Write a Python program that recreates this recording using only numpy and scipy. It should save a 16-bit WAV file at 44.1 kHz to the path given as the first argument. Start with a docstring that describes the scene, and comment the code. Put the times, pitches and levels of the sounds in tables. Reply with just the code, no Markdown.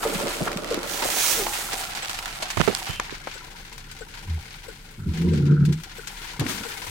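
"""In the driver's seat of a parked car, heavy rain drums on the roof and splashes on the glass.
The engine idles and the indicator ticks. The wiper sweeps once and judders on its way back, as
stick-slip friction of the rubber drives the modes of the windscreen. All is heard at the two
microphone ports of a phone: a hand shifts on the case, bumps the right port and then stays over it,
muffling that side, while the phone turns to the side window."""
import sys
import numpy as np
from scipy import signal
from scipy.fft import rfft, irfft
from scipy.io import wavfile
from scipy.ndimage import uniform_filter1d

SR = 44100
rng = np.random.default_rng(int(sys.argv[2]) if len(sys.argv) > 2 else 0)


def bounce(signal):
    """Save signal as a 16-bit WAV file at the path given by the first command-line argument."""
    frames = np.transpose(np.atleast_2d(signal))
    limited = np.clip(frames, -1, 1)
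    pcm = np.round(limited * 32767).astype(np.int16)
    wavfile.write(sys.argv[1], SR, pcm)


N = 304270
T = np.arange(N) / SR

# Gusts of rain. Each row: time in seconds, relative levels in dB of glass patter and of fine spray.
RAIN_GUSTS = [(0.0, -31.5, -34), (0.28, -31, -36), (0.45, -34.5, -37.5), (0.52, -34.5, -46),
              (0.63, -41, -47), (0.68, -35, -47), (0.81, -36.5, -45.5), (1.05, -27.5, -29.5),
              (1.45, -31, -31.5), (1.78, -31, -33.5), (1.92, -34.5, -43.5), (2.08, -32, -40.5),
              (2.2, -36.5, -43.5), (2.48, -35, -45), (2.7, -31, -38.5), (2.86, -33.5, -40),
              (3.06, -36.5, -53), (3.55, -40, -52), (3.85, -44.5, -55.5), (4.15, -40, -52.5),
              (4.7, -41.5, -51), (4.95, -48, -55), (5.1, -44.5, -53.5), (5.19, -36, -49), (5.38, -38, -54),
              (5.6, -49, -63), (5.8, -42, -52), (6.15, -38.5, -46.5), (6.32, -33, -45.5),
              (6.38, -37.5, -51), (6.52, -33, -41), (6.9, -34, -40)]
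# Spectrum of water splashing on glass. Each row: frequency in Hz, gain in dB.
SPLASH_SPECTRUM = [(100, -11), (400, -23), (900, -1.5), (4500, 0), (8000, -5), (15000, -21)]


def undb(db):
    """Amplitude ratio of a level in decibels."""
    return 10 ** (np.asarray(db) / 20)


def unit(x):
    """Normalisation to an rms of 1."""
    return x / np.sqrt(np.mean(x ** 2))


def curves(table):
    """Linear interpolation of each column over the times in the first."""
    times, *columns = np.transpose(table)
    return [np.interp(T, times, column) for column in columns]


def during(table):
    """Rectangular window from the first to the last time of a table."""
    return (T > table[0][0]) & (T < table[-1][0])


def fade(t, t60):
    """Exponential decay by 60 dB in t60 seconds."""
    return np.exp(-np.log(1000) * t / t60)


def swell(start, attack, hold, release):
    """Trapezoidal envelope; times in seconds."""
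    return np.interp(T, start + np.cumsum([0, attack, hold, release]), [0, 1, 1, 0])


def add(out, start, sound):
    """Superposition of a sound from a start time in seconds."""
    i = max(int(start * SR), 0)
    out[:, i:i + sound.shape[-1]] += sound[..., :N - i]


def jitter(size):
    """Slow random fluctuation: a moving average of noise over size samples, rms 1."""
    return unit(uniform_filter1d(rng.standard_normal(N), size))


def ports(correlation, size=N):
    """Partially coherent white noise at the left and right ports."""
    common = np.sqrt(correlation) * rng.standard_normal(size)
    return common + np.sqrt(1 - correlation) * rng.standard_normal((2, size))


def colour(x, points):
    """Minimum-phase filter through (Hz, dB) points, rolling off beyond both ends."""
    hz, db = np.transpose(points)
    size = 4096
    f = np.maximum(np.arange(size // 2 + 1) * SR / size, 1)
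    rolloff_db = 20 * np.abs(np.log(f / np.clip(f, hz[0], hz[-1])))
    gain_db = np.interp(np.log(f), np.log(hz), db) - rolloff_db
    cepstrum = irfft(np.log(undb(gain_db)))
    cepstrum[1:size // 2] *= 2  # folding the cepstrum makes the filter causal
    cepstrum[size // 2 + 1:] = 0
    response = irfft(np.exp(rfft(cepstrum)))
    return signal.fftconvolve(np.atleast_2d(x), response[None])[:, :x.shape[-1]]


def resonate(x, hz, q):
    """Second-order resonator with unit gain at its centre."""
    return signal.lfilter(*signal.iirpeak(hz, q, fs=SR), x)


def shower(per_s, spread_db, t60):
    """Shot-noise power: random impacts rise at once and decay exponentially; local mean near 1."""
    hits = rng.random(N) < per_s / SR
    energy = undb(spread_db * np.clip(rng.standard_normal(N), -2, 2)) ** 2
    power = signal.lfilter([1], [1, -fade(1 / SR, t60)], hits * energy)
    return power / (uniform_filter1d(power, SR // 4) + 0.02 * power.mean())


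def patter(power, correlation, grain_db):
    """Granular noise: a cloud of tiny clicks of uneven size follows a power envelope."""
    return np.sqrt(power) * unit(ports(correlation) * undb(grain_db * rng.standard_normal(N)))


def knock(hz, t60, correlation, q, rise_s):
    """Transient response of one resonance to a short rough push; peak 1."""
    t = T[:SR // 4]
    push = ports(correlation, len(t)) * fade(t, t60) * (1 - np.exp(-t / rise_s))
    ring = resonate(push, hz, q)
    return ring / np.abs(ring).max()


def squeak(hz, q, slips_per_s, correlation):
    """Stick-slip friction: uneven slips excite one narrow resonance."""
    slips = patter(0.2 + shower(slips_per_s, spread_db=2.5, t60=0.04), correlation, grain_db=2)
    return unit(resonate(resonate(slips, hz, q), hz, q))


def turn():
    """Linear crossfade, 0 to 1, as the phone turns and a finger closes the right port."""
    start_s, length_s = 2.91, 0.29
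    return np.clip((T - start_s) / length_s, 0, 1)


def engine_idle():
    """Periodic vibration of the idling engine fills the cabin with a deep hum over a rumble."""
    spectrum = [(20, -10), (30, 3.5), (45, -11.5), (90, -11), (160, -10.5)]
    rumble = unit(colour(ports(correlation=0.95), spectrum))
    return undb(-46) * np.sin(2 * np.pi * 29.6 * T) + undb(-47) * rumble


def ringing_taps(per_s, t60, spread_db):
    """Modal ringing: a drop excites one panel mode, a little off pitch depending on where it lands."""
    # Modes of glass and trim. Each row: frequency in Hz, relative level in dB.
    panel_modes = [(345, -12.5), (780, 2.5), (960, 3), (1370, -0.5), (1540, -6.5), (2130, -3.5),
                   (3000, -10)]
    out, t = np.zeros((2, N)), T[:SR // 20]
    for hz, db in panel_modes:
        for when, detune, size, lag in rng.random((int(per_s * T[-1]), 4)):
            offset_cycles = np.array([[0], [lag - 0.5]]) * min(hz / 1000, 1)
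            phase = 2 * np.pi * (hz * (1 + 0.09 * (detune - 0.5)) * t + offset_cycles)
            add(out, when * T[-1], undb(db + spread_db * size) * np.sin(phase) * fade(t, t60))
    return unit(out)


def prickle():
    """Small drops are impulses, placed by level and time differences; fainter as the phone turns."""
    per_s, spread_db, turned_db = 230, 16, -8
    out = np.zeros((2, N))
    for when, size, pan, lag in rng.random((int(per_s * T[-1]), 4)):
        i = int(when * (N - 20))
        gain = undb(spread_db * size ** 2)
        out[0, i + 10] += gain * np.sqrt(1 - pan)
        out[1, i + int(20 * lag)] += gain * np.sqrt(pan)
    return unit(colour(out, SPLASH_SPECTRUM)) * undb(-6.5 + turned_db * turn())


def rain():
    """Impact noise: drops drum through the roof lining, patter on the glass and burst into spray."""
    # Drumming on the roof. Each row: time in seconds, relative level in dB.
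    drumming = [(0.0, -24), (.25, -24.5), (.34, -26), (0.8, -26.5), (.97, -31.5), (1.3, -30), (1.48, -30),
                (1.62, -39), (2.3, -45.5), (3.8, -49), (6.1, -51.5), (6.7, -40.5)]
    # Spectra of roof, glass and spray. Each row: frequency in Hz, gain in dB.
    roof_spectrum = [(60, -9), (115, -9.5), (175, 4), (255, -4), (345, -2), (400, -7), (450, 2),
                     (510, -5.5), (565, 3.5), (640, -4), (1000, -10), (1370, -5), (1600, -23), (2200, -36)]
    glass_spectrum = [(300, -45), (560, -11), (760, -0.5), (1000, -1), (1300, -2.5), (2400, -2),
                      (4600, -5.5), (6500, -10.5), (9000, -22.5)]
    spray_spectrum = [(2500, -29), (5200, -14.5), (6700, -4), (8200, -1.5), (11000, -5.5), (15500, -10)]
    glass_db, spray_db = curves(RAIN_GUSTS)
    roof_db = curves(drumming)[0]
    splashes = shower(per_s=300, spread_db=8, t60=0.09)
    taps = shower(per_s=160, spread_db=8, t60=0.076)  # duller drops that throw no spray
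    thuds = shower(per_s=120, spread_db=4, t60=0.09)
    roof = unit(colour(patter(0.14 + thuds, correlation=0.43, grain_db=1.5), roof_spectrum))
    glass_power = 0.017 + splashes + 1.6 * taps
    glass = unit(colour(patter(glass_power, correlation=0.0041, grain_db=-0.5), glass_spectrum))
    spray = unit(colour(patter(0.32 + splashes, correlation=0.91, grain_db=-1), spray_spectrum))
    glass = 0.82 * glass + 0.42 * ringing_taps(per_s=28, t60=0.048, spread_db=11) + prickle()
    return roof * undb(roof_db - 7.5) + glass * undb(glass_db - 1) + spray * undb(spray_db - 3.5)


def hollow_ring():
    """Narrow-band noise with a wandering centre is heard as a hollow ring in the rain."""
    # Course of the ring. Each row: time in seconds, centre frequency in Hz, level in dB.
    course = [(1.36, 760, -59), (1.47, 850, -34), (1.62, 832, -46), (1.78, 725, -43.5), (2.06, 809, -48.5),
              (2.4, 779, -53), (2.6, 806, -54)]
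    hz, db = curves(course)
    width_hz = 110
    lowpass = signal.butter(2, width_hz / 2, fs=SR, output="sos")
    baseband = signal.sosfilt(lowpass, ports(correlation=0.48) + 1j * ports(correlation=0.48))
    ring = np.real(baseband * np.exp(2j * np.pi * np.cumsum(hz) / SR))
    return during(course) * undb(db) * unit(ring)


def big_drops():
    """Impact transients: a large drop cracks on the glass, then its splash spreads and decays."""
    # The biggest drops. Each row: start in seconds, relative level in dB, splash against crack in dB
    # before filtering, t60 of the crack in seconds.
    drops = [(0.5177, -18.5, -21, 0.007), (0.53, -19.5, -18, .006), (0.573, -13.5, -19, 0.0063),
             (0.6451, -18.5, -20, 0.007), (0.705, -23, -3, 0.012), (0.7437, -16, -28, 0.012),
             (0.831, -18, -14, 0.01), (1.731, -18, -1.5, 0.0098), (1.95, -20, -3, 0.0089),
             (1.974, -19, -12, .005), (2.0477, -22, -12, 0.018), (2.095, -20, -5, 0.018),
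             (2.114, -24, -14, .014), (2.147, -25, 0.5, .011), (2.1886, -20, -10, 0.029),
             (2.2575, -18.5, -19, 0.014), (2.2797, -11.5, -22, 0.0025), (2.423, -22.5, 5, 0.013),
             (2.5028, -14.5, -5, .005), (2.907, -22, -16, .008), (3.338, -30.5, 0.5, .011),
             (3.727, -34, 2, .02), (3.7795, -28.5, -3.5, 0.022), (3.9135, -30, 0, 0.025),
             (3.989, -35, -2, .02), (5.6514, -28.5, 3, 0.012), (5.7236, -31.5, 6.5, 0.0084),
             (5.835, -26, -0.5, 0.01), (6.0722, -25, 3.5, 0.014), (6.3957, -17.5, -4.5, 0.032)]
    # Spectrum of the crack. Each row: frequency in Hz, gain in dB.
    crack_spectrum = [(100, -12), (400, -12.5), (900, 6), (2200, 3), (4500, 0), (8000, -4.5), (15000, -11)]
    cracks, splashes, t = np.zeros((2, N)), np.zeros((2, N)), T[:SR // 5]
    patter_db = curves(RAIN_GUSTS)[0]
    strays, strays_per_s, spread_db = [], 10, 7  # middling drops fall at random and follow the gusts
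    for when, size in rng.random((int(strays_per_s * T[-1]), 2)):
        db = patter_db[int(when * N)] + 2 + spread_db * (2 * size - 1)
        strays.append((when * T[-1], db, -17, 0.004))
    for start, db, splash_db, crack_t60 in drops + strays:
        add(cracks, start, undb(db) * ports(correlation=0.17, size=len(t)) * fade(t, crack_t60))
        splash = ports(correlation=0.14, size=len(t)) * fade(t, 0.068) * (1 - np.exp(-t / 0.0033))
        add(splashes, start, undb(db + splash_db) * splash)
    return colour(cracks, crack_spectrum) + undb(4) * colour(splashes, SPLASH_SPECTRUM)


def roof_drips():
    """Fat drips excite heavily damped resonances of the sheet metal, which thuds."""
    # Drips on the roof. Each row: start in seconds, relative level in dB, pitch in Hz, t60 in seconds.
    drips = [(.029, -10.5, 1000, 0.11), (.14, -20, 173, 0.17), (.235, -20.5, 189, 0.13),
             (.405, -15.5, 405, 0.11), (0.41, -17.5, 140, 0.16), (.472, -6.5, 1500, 0.07),
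             (.558, -19.5, 192, .08), (.742, -15.5, 376, .06), (.772, -16, 338, .08),
             (1.022, -13, 700, 0.16), (1.052, -14, 450, .06), (1.087, -11, 760, .04),
             (1.464, -14.5, 884, 0.09), (1.731, -23.5, 407, .1), (2.424, -19.5, 675, 0.083)]
    out = np.zeros((2, N))
    for start, db, hz, t60 in drips:
        add(out, start, undb(db) * knock(hz, t60, correlation=0.55, q=1.9, rise_s=0.00045))
    return colour(out, [(100, 2.5), (1500, -4.5), (4000, -48)])


def knocks_and_thumps():
    """Impacts excite damped resonances: fingers bump the phone, a drip clicks, the hand thumps softly."""
    # Sharp knocks: finger bumps on the phone and the bright click of a drip. Each row: start in
    # seconds, relative level in dB, pitch in Hz, t60 in seconds, right minus left in dB.
    sharp_knocks = [(2.57, -12.5, 94, 0.054, 29), (2.572, -7, 1140, 0.032, 15),
                    (2.598, -7.5, 170, 0.069, 32), (2.606, -4, 1370, 0.013, 11),
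                    (2.613, 0.5, 1150, 0.014, 22), (2.676, -5.5, 340, 0.074, 35),
                    (2.680, -4.5, 1210, 0.024, 23), (2.698, -13.5, 417, 0.08, 11),
                    (2.725, -23, 487, 0.03, 15), (2.7497, 1, 5800, 0.004, 10),
                    (2.893, -23.5, 119, 0.15, 17), (2.998, -5, 990, 0.022, 2.5),
                    (2.9993, -6, 5460, 0.0015, -2), (3.095, -15.5, 1400, 0.019, 23),
                    (3.124, -22, 290, 0.035, 10), (3.272, -15, 950, 0.04, -0.5),
                    (0.478, -17, 2000, 0.035, 2), (1.466, -13.5, 1900, 0.03, 4),
                    (6.465, -21, 2100, 0.027, -10.5)]
    # Soft thumps of the hand. Each row: start in seconds, relative level in dB, pitch in Hz.
    hand_thumps = [(6.391, -19, 128), (6.409, -17, 300), (6.455, -19.5, 280), (6.491, -24.5, 239),
                   (6.54, -30, 212), (6.6, -29, 246), (6.86, -40, 101)]
    knocks, thumps = np.zeros((2, N)), np.zeros((2, N))
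    for start, db, hz, t60, right_db in sharp_knocks:
        gains = undb([[db - right_db], [db]])
        add(knocks, start, gains * knock(hz, t60, correlation=0.24, q=1.3, rise_s=0.000069))
    for start, db, hz in hand_thumps:
        add(thumps, start, undb(db) * knock(hz, t60=0.22, correlation=0.91, q=4.2, rise_s=0.00077))
    knocks = colour(knocks, [(40, 9), (2000, -1), (9000, -5)])
    return knocks + colour(thumps, [(60, 6.5), (450, -2), (1200, 4)])


def palm_slide():
    """Sliding friction of the palm along the case makes a broadband hiss."""
    # Course of the slide. Each row: time in seconds, level in dB, right minus left in dB.
    course = [(.84, -51, 8), (.92, -34.5, 14), (1.05, -42, 16), (1.18, -23.5, 7), (1.315, -21, 9),
              (1.345, -25, 6), (1.41, -27.5, 1), (1.5, -41, 17), (1.9, -44, -5)]
    # Spectrum of the rubbing. Each row: frequency in Hz, gain in dB.
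    palm_spectrum = [(200, -16), (900, -6), (3300, -1), (5000, -1.5), (6000, 4), (7500, -1), (11000, -3),
                     (14000, -6), (15600, 0)]
    db, right_db = curves(course)
    power = 9 + 0.43 * shower(per_s=420, spread_db=8, t60=0.036)
    rub = unit(colour(patter(power, correlation=0.53, grain_db=1.5), palm_spectrum))
    return during(course) * rub * undb(db + np.array([-right_db, right_db]) / 2)


def hand_brush():
    """Friction noise swells and decays in one smooth swish as the hand takes a new grip."""
    # Spectrum of the swish. Each row: frequency in Hz, gain in dB.
    swish_spectrum = [(500, -4.5), (1500, -1.5), (6500, -2), (14000, -11.5)]
    start_s, rise_s = 6.465, 0.032
    stroke = np.clip((T - start_s) / rise_s, 0, 1) * fade(np.maximum(T - start_s - rise_s, 0), t60=0.46)
    return undb(-25.5) * stroke * unit(colour(ports(correlation=0.28), swish_spectrum))


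def fingertip():
    """Stick-slip of a fingertip on the case: a thin, unsteady, rising tone over the rasp of its slips."""
    start_s, top_hz, glide_hz, glide_s = 2.855, 3100, 330, 0.024
    hz = top_hz - glide_hz * np.exp(-np.maximum(T - start_s, 0) / glide_s)
    tone = unit(np.sin(2 * np.pi * np.cumsum(hz * (1 + 0.02 * jitter(SR // 600))) / SR))
    rasp = 0.9 * squeak(hz=2750, q=4, slips_per_s=330, correlation=0.5)
    return undb(-41) * swell(start_s, attack=0.035, hold=0.082, release=0.045) * (tone + rasp)


def indicator():
    """Damped vibration: each tick is a bright ping that rebounds once, over a knock sinking in pitch."""
    # Ticks at the moving phone. Each row: start in seconds, peak of the knock in dB, its t60 in
    # seconds, level of the ping in dB.
    ticks = [(.049, -17, 0.11, -42), (.708, -17, 0.1, -42), (1.378, -22.5, 0.36, -38),
             (2.028, -36, 0.032, -27), (3.355, -37.5, 0.03, -34), (4.008, -32, 0.064, -32),
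             (4.681, -33, 0.09, -34), (5.334, -30, 0.083, -35), (5.981, -34.5, 0.068, -38),
             (6.652, -32.5, 0.068, -33)]
    ping_hz, ping_t60, rebound_s = 7820, 0.038, 0.0095
    out, t = np.zeros((2, N)), T[:SR // 3]
    body_hz = 335 + 175 * np.exp(-t / 0.0386)
    glide = np.exp(2j * np.pi * np.cumsum(body_hz) / SR)
    for start, db, t60, ping_db in ticks:
        rattle = 1 + 0.45 * (jitter(SR // 170) + 1j * jitter(SR // 170))[:len(t)]
        body = np.imag(rattle * glide) * fade(t, t60) * (1 - np.exp(-t / 0.0087))
        right_db = -11 * turn()[int(start * SR)]  # after the turn the knock comes from the left
        gains = undb(db + np.array([[-right_db], [right_db]]) / 2)
        add(out, start, gains * body / np.abs(body).max())
        for lag, gain in ((0, 1), (rebound_s, 0.5)):
            hz = ping_hz * (1 + 0.012 * rng.standard_normal())
            ping = np.sin(2 * np.pi * hz * t) * fade(t, ping_t60) * (1 - np.exp(-t / 0.0005))
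            add(out, start + lag, gain * undb(ping_db) * ping)
        rebound = knock(hz=1487, t60=0.048, correlation=0.31, q=27, rise_s=0.00095)
        add(out, start + rebound_s, undb(-33) * rebound)
    return out


def blade_grip():
    """Amplitude modulation as the blade's hold on the wet glass comes and goes."""
    wobble_db = 1.5
    wobble = unit(uniform_filter1d(jitter(SR // 40), SR // 80))
    return undb(wobble_db * np.clip(wobble, -1.5, 1.5))


def wiper_chirps():
    """Friction makes the rubber chirp as the blade flips over and again late in its return."""
    # Chirps. Each row: start, attack, hold and release in seconds, level in dB.
    chirps = [(4.988, 0.006, 0.0084, 0.08, -45.5), (5.388, 0.13, .11, 0.056, -42)]
    envelope = sum(undb(db) * swell(*timing) for *timing, db in chirps)
    return envelope * squeak(hz=1413, q=5.6, slips_per_s=130, correlation=0.25)


def wiper_sweep():
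    """Stick-slip of the blade makes the windscreen drone; each spell starts fast and rough and settles."""
    # Outward sweep, flip of the blade and first catch of the return. Each row: start, attack, hold and
    # release in seconds, relative level in dB, settled slip rate in Hz, settled ratio of scrape to tone.
    spells = [(4.252, 0.064, 0.022, 0.079, -24.5, 80, 0.13), (4.973, 0.03, 0.053, 0.035, -32, 91.6, 0.77),
              (5.052, 0.029, 0.019, 0.048, -18.5, 80.8, 0.77)]
    # Response of the windscreen. Each row: frequency in Hz, gain in dB.
    windscreen = [(35, -2), (80, -4), (150, 10), (200, 3.5), (250, -6.5), (370, -8), (470, -23), (620, -61)]
    catch_rate, catch_roughness, settle_share = 0.16, 1.5, 0.34  # fractional excesses; share of a spell
    wander = 1 + 0.0205 * jitter(SR // 50)
    rubbing = ports(correlation=0.92)
    out = np.zeros((2, N))
    for start, attack, hold, release, db, hz, roughness in spells:
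        progress = np.clip((T - start) / (attack + hold + release), 0, 1)
        catching = np.exp(-(progress / settle_share) ** 4)
        phase = 2 * np.pi * np.cumsum(hz * (1 + catch_rate * catching) * wander) / SR
        judder = unit(np.sin(phase) + 0.14 * np.sin(2 * phase))
        scrape = unit(colour(rubbing * (1 + 0.6 * np.cos(phase)), windscreen))
        rough = roughness * (1 + catch_roughness * catching)
        drone = (judder + rough * scrape) / np.sqrt(1 + rough ** 2)
        out += undb(db - 1) * swell(start, attack, hold, release) * drone
    return blade_grip() * out


def wiper_return():
    """Forced vibration: the returning blade shakes the windscreen's modes, then locks to a steady rate."""
    # Judder. Each row: time in seconds, level in dB, slip rate in Hz, ratio of shake to tone.
    judder = [(5.12, -37, 150.6, 1.2), (5.18, -26.5, 169, 0.66), (5.22, -21, 165.4, 0.55),
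              (5.29, -18.5, 175.6, 1.2), (5.34, -18.5, 149.9, 1.05), (5.44, -17.5, 140, 0.72),
              (5.53, -13, 148.5, 0.44), (5.568, -21.5, 147.3, 0.78), (5.606, -14.5, 149, 0.51),
              (5.7, -18.5, 146.6, 0.9), (5.76, -25, 149.5, 0.48), (5.82, -42, 159, 0.39)]
    # Modes of the windscreen. Each row: frequency in Hz, relative level in dB.
    modes = [(85, -2.5), (180, 3), (213, 1), (295, -4), (345, -2.5), (450, -9.5)]
    mode_q, rubber_top_hz = 6.9, 465  # the soft rubber drives only low modes
    lock_s, lock_length_s, lock_db_per_octave = 5.52, 0.1, -4.5
    db, hz, rough = curves(judder)
    phase = 2 * np.pi * np.cumsum(hz * (1 + 0.033 * jitter(SR // 70))) / SR
    slips = ports(correlation=0.894) * (1 + 0.78 * np.cos(phase))
    slips = signal.sosfilt(signal.butter(8, rubber_top_hz, fs=SR, output="sos"), slips)
    locked = np.clip((T - lock_s) / lock_length_s, 0, 1)
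    shake = np.zeros((2, N))
    for mode_hz, mode_db in modes:
        ring = unit(resonate(resonate(slips, mode_hz, mode_q), mode_hz, mode_q))
        octaves_off = np.abs(np.log2(mode_hz / hz))  # once locked, modes far from the slip rate weaken
        shake += undb(mode_db + lock_db_per_octave * locked * octaves_off) * ring
    shake /= np.linalg.norm(undb(np.array(modes)[:, 1]))
    drone = (unit(np.sin(phase)) + rough * shake) / np.sqrt(1 + rough ** 2)
    return during(judder) * undb(db) * blade_grip() * drone


def scene():
    """Superposition at the ports; the finger muffles all but wiper and engine on the right."""
    # Resonances behind the windscreen, resonances of the corner between dashboard and side window,
    # and transmission past the finger. Each row: frequency in Hz, gain in dB.
    cabin = [(260, 0), (350, 3.5), (500, 0), (740, 0), (880, -2.5), (1250, -.5), (1700, 1), (4500, 0),
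             (16000, -1)]
    corner = [(300, 1), (460, 6), (600, -4), (670, -5.5), (830, -1.5), (1020, -1.5), (1210, -4.5),
              (1500, 3.5), (1780, 1), (2130, 2), (2600, 0.5), (15000, 4.5)]
    past_finger = [(20, -7), (110, 3), (200, -2), (380, 1), (700, -10), (1290, -3.5), (2380, -2.5),
                   (4400, -4.5), (8120, -29.5), (15000, -18)]
    turned = turn()
    drops = rain() + big_drops() + hollow_ring()
    drops[1] *= undb(1.5 * (1 - turned))  # rain is louder at the right port while that is free
    drops = (1 - turned) * colour(drops, cabin) + turned * colour(drops, corner)
    out = drops + roof_drips() + knocks_and_thumps()
    out += palm_slide() + hand_brush() + fingertip() + indicator()
    out[1] = (1 - turned) * out[1] + turned * colour(out[1], past_finger)[0]
    return out + wiper_sweep() + wiper_return() + wiper_chirps() + engine_idle()


def record(dry):
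    """Band limiting: the phone's steep low-pass filter cuts the highest treble."""
    top_hz = 15900
    return signal.sosfilt(signal.ellip(10, 0.2, 70, top_hz, fs=SR, output="sos"), dry)


dry = scene()
out = record(dry)
bounce(out)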